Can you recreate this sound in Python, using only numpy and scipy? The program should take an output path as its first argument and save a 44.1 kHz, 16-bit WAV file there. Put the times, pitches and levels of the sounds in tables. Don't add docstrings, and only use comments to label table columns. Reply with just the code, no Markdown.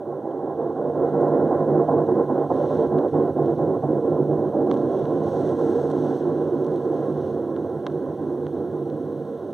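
import sys
import numpy as np
from scipy import signal
from scipy.fft import rfft, irfft, next_fast_len
from scipy.io import wavfile
from scipy.ndimage import uniform_filter1d

SR = 44100
rng = np.random.default_rng(int(sys.argv[2]) if len(sys.argv) > 2 else 0)


def field_ratio(decibels):
    return 10 ** (np.asarray(decibels, dtype=float) / 20)


def to_wav(sig):
    pcm = np.clip(np.atleast_2d(sig), -1, 1) * 32767
    pcm = np.round(pcm).astype(np.int16)
    wavfile.write(sys.argv[1], SR, pcm.T)


N = 420273


def read(points, hz, column=1):
    table = np.transpose(points)
    return np.interp(np.log(hz + 1), np.log(table[0] + 1), table[column])


def evened(x):
    return x / np.sqrt(np.mean(x ** 2) + 1e-20)


def coloured(gain):
    re, im = rng.standard_normal((len(gain), 2)).T
    return evened(irfft(gain * (re + 1j * im)))


def wander(t, top_hz):
    hz = np.geomspace(.4, top_hz, num=16)
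    sines = np.sin(2 * np.pi * (hz * t[:, None] + rng.random(16)))
    return evened((sines / np.sqrt(hz)).sum(axis=1))


# time in seconds, turns made, lift of the uneven load off the bearings in dB.
DRUM_TURNS = [(.049, 0, 2), (.742, 4, 7), (1.493, 8, 3), (1.665, 9, 8), (2.064, 11, 6.5), (2.482, 13, 10.5),
              (2.687, 14, 6), (3.116, 16, 10.5), (3.566, 18, 9.5), (3.813, 19, 9), (4.028, 20, 4.5),
              (4.52, 22, 6.5), (4.8, 23, 1.5), (5.571, 26, 3.5), (7.14, 31, 3.5), (8.856, 36, 4)]
HARD_LANDINGS = {4: -3, 8: -3, 10: -2, 11: -7, 12: -2, 13: 1, 15: -1, 16: -2, 18: -6, 19: 0, 22: -5, 31: -9}


def turns():
    s, made, lift_db = np.transpose(DRUM_TURNS)
    number = np.arange(np.ceil(made[0]), made[-1] + .5)
    knock_db = [HARD_LANDINGS.get(round(n), -18) for n in number]
    return np.interp(number, made, s), np.interp(number, made, lift_db), np.array(knock_db)


def speed(t):
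    s = turns()[0]
    return np.interp(t, (s[:-4] + s[4:]) / 2, 4 / (s[4:] - s[:-4]))


def drop_outs(t, fall_s, rise_s):
    s, lift_db, _ = turns()
    lag = t[:, None] - s
    width_s = np.where(lag < 0, fall_s, rise_s)
    return (lift_db * np.exp(-(lag / width_s) ** 2)).sum(axis=1)


def knocks(t, delay_s, decay_s):
    s, _, knock_db = turns()
    u = np.maximum(t[:, None] - s - delay_s, 0) / decay_s
    return (field_ratio(knock_db) * u * np.exp(1 - u)).sum(axis=1)


# time in seconds, shake of the panels in dB.
ROLLING_SHAKE = [(0.0, -33.5), (0.45, -29.5), (0.75, -27.5), (1.1, -22.5), (1.3, -20.5), (2.2, -22),
                 (3.6, -22), (3.9, -22.5), (4.3, -22), (5.3, -24), (5.7, -23), (6.35, -24), (6.7, -25.5),
                 (7.05, -25), (7.4, -27.5), (8.1, -29), (8.8, -29.5), (9.53, -32)]
# offset in dB, rise in dB per further turn a second,
# quiet speed in turns a second, loss at that speed in dB.
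RANGE_RESPONSE = [
    (-10.5, -1.8, 3.3, 4),
    (0, 0, 4.9, .3),
    (-7, 2.8, 4.3, 1.5),
    (-26.5, .5, 4.15, 5),
]
RANGE_HZ = [130, 350, 750, 1500]
# centre in Hz, width in Hz, level over that of its range in dB.
CABINET_MODES = [(81, 14, -28), (99, 32, -14.5), (96, 37, -4.5), (148.9, 16.6, 6), (212.8, 23, -3.5),
                 (265, 33.3, -2), (305.7, 43, -4.5), (346.1, 47.6, -2), (374.3, 38.3, -1.5), (465.3, 37, 2),
                 (531, 34, -2), (586.3, 46, -4), (683, 42.3, -3.5), (786.7, 84, -5), (885, 63, -11.5),
                 (1010.7, 72, -2.5), (1071, 97, -4.5), (1237, 36, -7.5), (1344, 50, -0.5), (1453, 92, -1.5),
                 (1590, 180, -2.5), (1651, 61, -2), (1780, 97, -9.5), (1930, 220, -5.5), (2130, 180, -18)]


def machine():
    step = 8
    size = next_fast_len(N // step + 1, real=True) // 2 * 2 + 2
    t, hz = np.arange(size) * step / SR, np.fft.rfftfreq(size, step / SR)
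    coarse = t[::16]

    base_db, slope_db, quiet, quiet_db = np.transpose(RANGE_RESPONSE)[:, :, None]
    turns_a_second = speed(coarse)
    ranges_db = np.interp(coarse, *np.transpose(ROLLING_SHAKE)) + base_db + slope_db * (turns_a_second - 4)
    ranges_db = ranges_db - quiet_db * np.exp(-((turns_a_second - quiet) / .35) ** 2)

    lost_db = drop_outs(coarse, fall_s=0.028, rise_s=0.017)
    landing = knocks(coarse, delay_s=0.017, decay_s=0.0062)
    jolts = uniform_filter1d(rng.standard_normal(len(coarse)), size=8)
    jolts_db = 1.6 * evened(jolts - uniform_filter1d(jolts, size=120))

    out = np.zeros(size)
    for centre, width, db in CABINET_MODES:
        ring = coloured(1 / (1 + ((hz - centre) / (0.64 * width)) ** 2))
        share = [np.interp(np.log(centre), np.log(RANGE_HZ), row) for row in np.eye(4)]
        felt = np.interp(centre, [100, 300, 1500], [.3, 1.05, .9])
        level_db = share @ ranges_db + .9 * wander(coarse, 9) - felt * lost_db
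        level_db = level_db + jolts_db * np.exp(-(np.log(centre / 900) / .45) ** 2)
        struck = 1 + 1.8 * landing * np.exp(-(np.log(centre / 800) / .3) ** 2)
        mode_db = db - 3.5 + 10 * np.log10(width / 40)
        out += ring * np.interp(t, coarse, field_ratio(level_db + mode_db) * struck)
    return signal.resample(out, size * step)[:N]


# frequency in Hz, level in dB per Hz.
HISS_SPECTRUM = [(1000, -4.5), (3000, -6), (8000, 3), (12000, 6.5), (14000, 5), (15000, 4.5), (15700, 7)]
# time in seconds, gain in dB.
GAIN_SETTLING = [(0, -4), (.5, -5), (.9, -3), (1.3, 0)]


def hiss():
    size = next_fast_len(N, real=True) // 2 * 2 + 2
    hz = np.fft.rfftfreq(size, 1 / SR)
    noise = coloured(field_ratio(read(HISS_SPECTRUM, hz)) * (hz > 300))
    gain_db = np.interp(np.arange(N) / SR, *np.transpose(GAIN_SETTLING))
    return noise[:N] * field_ratio(-47.5 + gain_db)


# frequency in Hz, level in dB per Hz.
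CLOTH_SPECTRUM = [(1200, -8.5), (2500, 4), (4000, 1), (6000, -2), (8000, -5.5), (10500, -14.5),
                  (14000, -11), (20000, -27)]
# start in seconds, length in seconds, level in dB, brightness in dB.
CLOTH_STROKES = [(2.495, 0.29, -66, -8), (3.02, .18, -73, -10), (3.403, .16, -76.5, -9.5),
                 (4.674, .13, -70.5, -5.5), (4.865, 0.34, -68, -7.5), (5.221, 0.27, -66.5, -3),
                 (5.55, .28, -66, -1), (5.899, 0.24, -66, -5), (6.197, .28, -71, -7.5),
                 (6.523, 0.32, -72.5, -4.5), (6.89, .4, -71, -7.5)]


def rustle():
    size = next_fast_len(N, real=True) // 2 * 2 + 2
    t, hz = np.arange(size) / SR, np.fft.rfftfreq(size, 1 / SR)
    snap_db = 0.92 * rng.exponential(1, size // 64 + 1).repeat(64)[:size]
    slips = rng.standard_normal(size) * field_ratio(snap_db)
    spectrum = rfft(evened(slips)) * field_ratio(read(CLOTH_SPECTRUM, hz))
    upper = 1 / (1 + (4900 / (hz + 1)) ** 6)
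    low, high = irfft(spectrum * (1 - upper)), irfft(spectrum * upper)

    dull = field_ratio(np.interp(t, [0, 1.25], [-80, -72.5])) ** 2
    bright = dull * field_ratio(-8) ** 2
    rise_s, fall_s = 0.065, 0.11
    for s, length, db, bright_db in CLOTH_STROKES:
        power = field_ratio(db) ** 2 * np.interp(t - s, [0, rise_s, length, length + fall_s], [0, 1, 1, 0])
        catching = field_ratio(1.1 * wander(t[::256], 40)).repeat(256)[:size]
        power = power * catching ** 2
        dull, bright = dull + power, bright + power * field_ratio(bright_db) ** 2
    rubbing = evened(low) * np.sqrt(dull) + field_ratio(7) * evened(high) * np.sqrt(bright)
    return (field_ratio(18) * rubbing)[:N]


# start in seconds, length in seconds, frequency in Hz, level in dB.
SEAM_CREAKS = [
    (0.307, .005, 3500, -49),
    (0.314, .005, 3300, -49),
    (2.34, .14, 3200, -58),
    (3.2145, .003, 2750, -36),
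    (3.218, .002, 3400, -46),
    (4.88, 0.14, 3350, -54),
    (5.84, .05, 4430, -56),
]


def squeaks():
    out = np.zeros(N)
    for s, length, hz, db in SEAM_CREAKS:
        t = np.arange(round(length * SR)) / SR
        unsteady_hz = hz * (1 + .0004 / length * wander(t, 8 / length))
        tone = np.sin(2 * np.pi * np.cumsum(unsteady_hz) / SR)
        out[round(s * SR):][:len(t)] += field_ratio(db) * tone * np.hanning(len(t)) ** .5
    return out


# start in seconds, number of ticks, first gap in seconds, peak in dB.
CASE_STUTTERS = [
    (4.7242, 2, .0026, -51),
    (5.9027, 5, .006, -47),
    (6.6454, 2, .0036, -50),
    (6.6666, 1, 0, -49),
    (6.7607, 1, 0, -49),
]


def stutters():
    shrink, rise_ms = .68, .04
    rows = []
    for s, slips, gap_s, db in CASE_STUTTERS:
        for k in range(slips):
            delay_s = gap_s * (1 - shrink ** k) / (1 - shrink)
            rows.append((s + delay_s, db, rise_ms))
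    return rows


# time in seconds, peak in dB, rise time in milliseconds.
CASE_TICKS = [(1.2108, -54, .035), (1.214, -55, .035), (2.9796, -50, .08), (2.9873, -41, .09),
              (2.9891, -48, .08), (3.0864, -51, .08), (3.4597, -50, .07), (4.7012, -49, .06),
              (4.7182, -46, .08), (4.7399, -47, .035), (4.7419, -42, .09), (4.7661, -48, .08),
              (4.7734, -47, .06), (5.0555, -41, .09), (7.5642, -41, .11), (7.9003, -51, .09),
              (7.9211, -51, .07), (8.4676, -37, .115), (8.9006, -48, .08)]
# time in seconds, peak in dB, rise
# time in milliseconds.
CASE_LOUD_TICKS = [
    (4.7138, -29.5, .09),
    (4.7147, -36, .11),
    (4.7155, -33, .14),
    (7.8666, -27.5, .088),
    (7.86845, -31, .09),
    (7.87215, -37, .13),
]


def ticks():
    out, ms = np.zeros(N + 400), np.arange(400) / SR * 1000
    ring_hz, ring_t60_s = 1000, .004
    ring = field_ratio(-13 - .06 * ms / ring_t60_s) * np.sin(2 * np.pi * ring_hz * ms / 1000)
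    ring = ring * (1 - np.exp(-(ms / .15) ** 2))
    for s, db, rise_ms in CASE_TICKS + stutters() + CASE_LOUD_TICKS:
        u = ms / (2 * rise_ms)
        jump = (u * np.exp(1 - u)) ** 6
        out[round(s * SR):][:400] -= field_ratio(db + 8) * (jump + ring)
    return np.diff(out, prepend=0)[:N] * SR / MEAN_NULLS[1][0]


def scene():
    return np.tile(machine() + rustle() + ticks() + hiss() + squeaks(), (2, 1))


# left null in Hz, right null in Hz, # left and right signed share (at most
MEAN_NULLS = [(0, 0, 0, 0), (2545, 2385, .18, .26), (5165, 4720, .28, .25), (7730, 7085, .04, .25),
              (10190, 9410, -.12, .42), (12560, 11900, -.45, .58), (14700, 14320, -.4, .98),
              (17000, 16700, -.4, .9)]


def running_mean(hz, side):
    nulls = np.transpose(MEAN_NULLS)
    turn = np.pi * np.interp(hz, nulls[side], np.arange(len(MEAN_NULLS)))
    uneven = np.interp(hz, nulls[side], nulls[side + 2]) * np.tanh(turn / np.pi)
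    return (np.sin(turn) - 1j * uneven * np.cos(turn)) / (turn * np.sinc(hz / SR))


# frequency in Hz, level in dB, phase in radians.
RIGHT_AGAINST_LEFT = [(500, 3.5, -0.031), (1020, 3.5, 0.011), (1470, 2.1, -0.31), (1880, -7.5, -.2),
                      (2800, 2.5, 0.39), (6500, 4, 0.34), (9000, 6, 0), (11300, 5, 0), (14000, 3, 0)]


def right_colour(hz):
    lag_s = 8.5e-6
    phase = read(RIGHT_AGAINST_LEFT, hz, column=2) - 2 * np.pi * hz * lag_s
    return field_ratio(read(RIGHT_AGAINST_LEFT, hz)) * np.exp(1j * phase)


def top_cut(x):
    return signal.sosfilt(signal.butter(12, 15910, fs=SR, output="sos"), x)


def record(dry):
    size = next_fast_len(N + 4000, real=True)
    hz = np.fft.rfftfreq(size, 1 / SR) + 1e-3
    low_cut_hz = 91
    band = (1 / np.sqrt(1 + (low_cut_hz / hz) ** 14) + field_ratio(-24)) * (hz < 15740)
    out = []
    for side, colour in enumerate([1, right_colour(hz)]):
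        converter_noise = field_ratio(-110) * rfft(rng.standard_normal(size))
        padded = np.pad(dry[side], (2000, size - N - 2000), "reflect")
        heard = rfft(padded) * running_mean(hz, side) * colour * field_ratio(-2)
        out.append(irfft((heard + converter_noise) * band, size)[2000:][:N])
    return top_cut(np.array(out))


dry = scene()
out = record(dry)
to_wav(out)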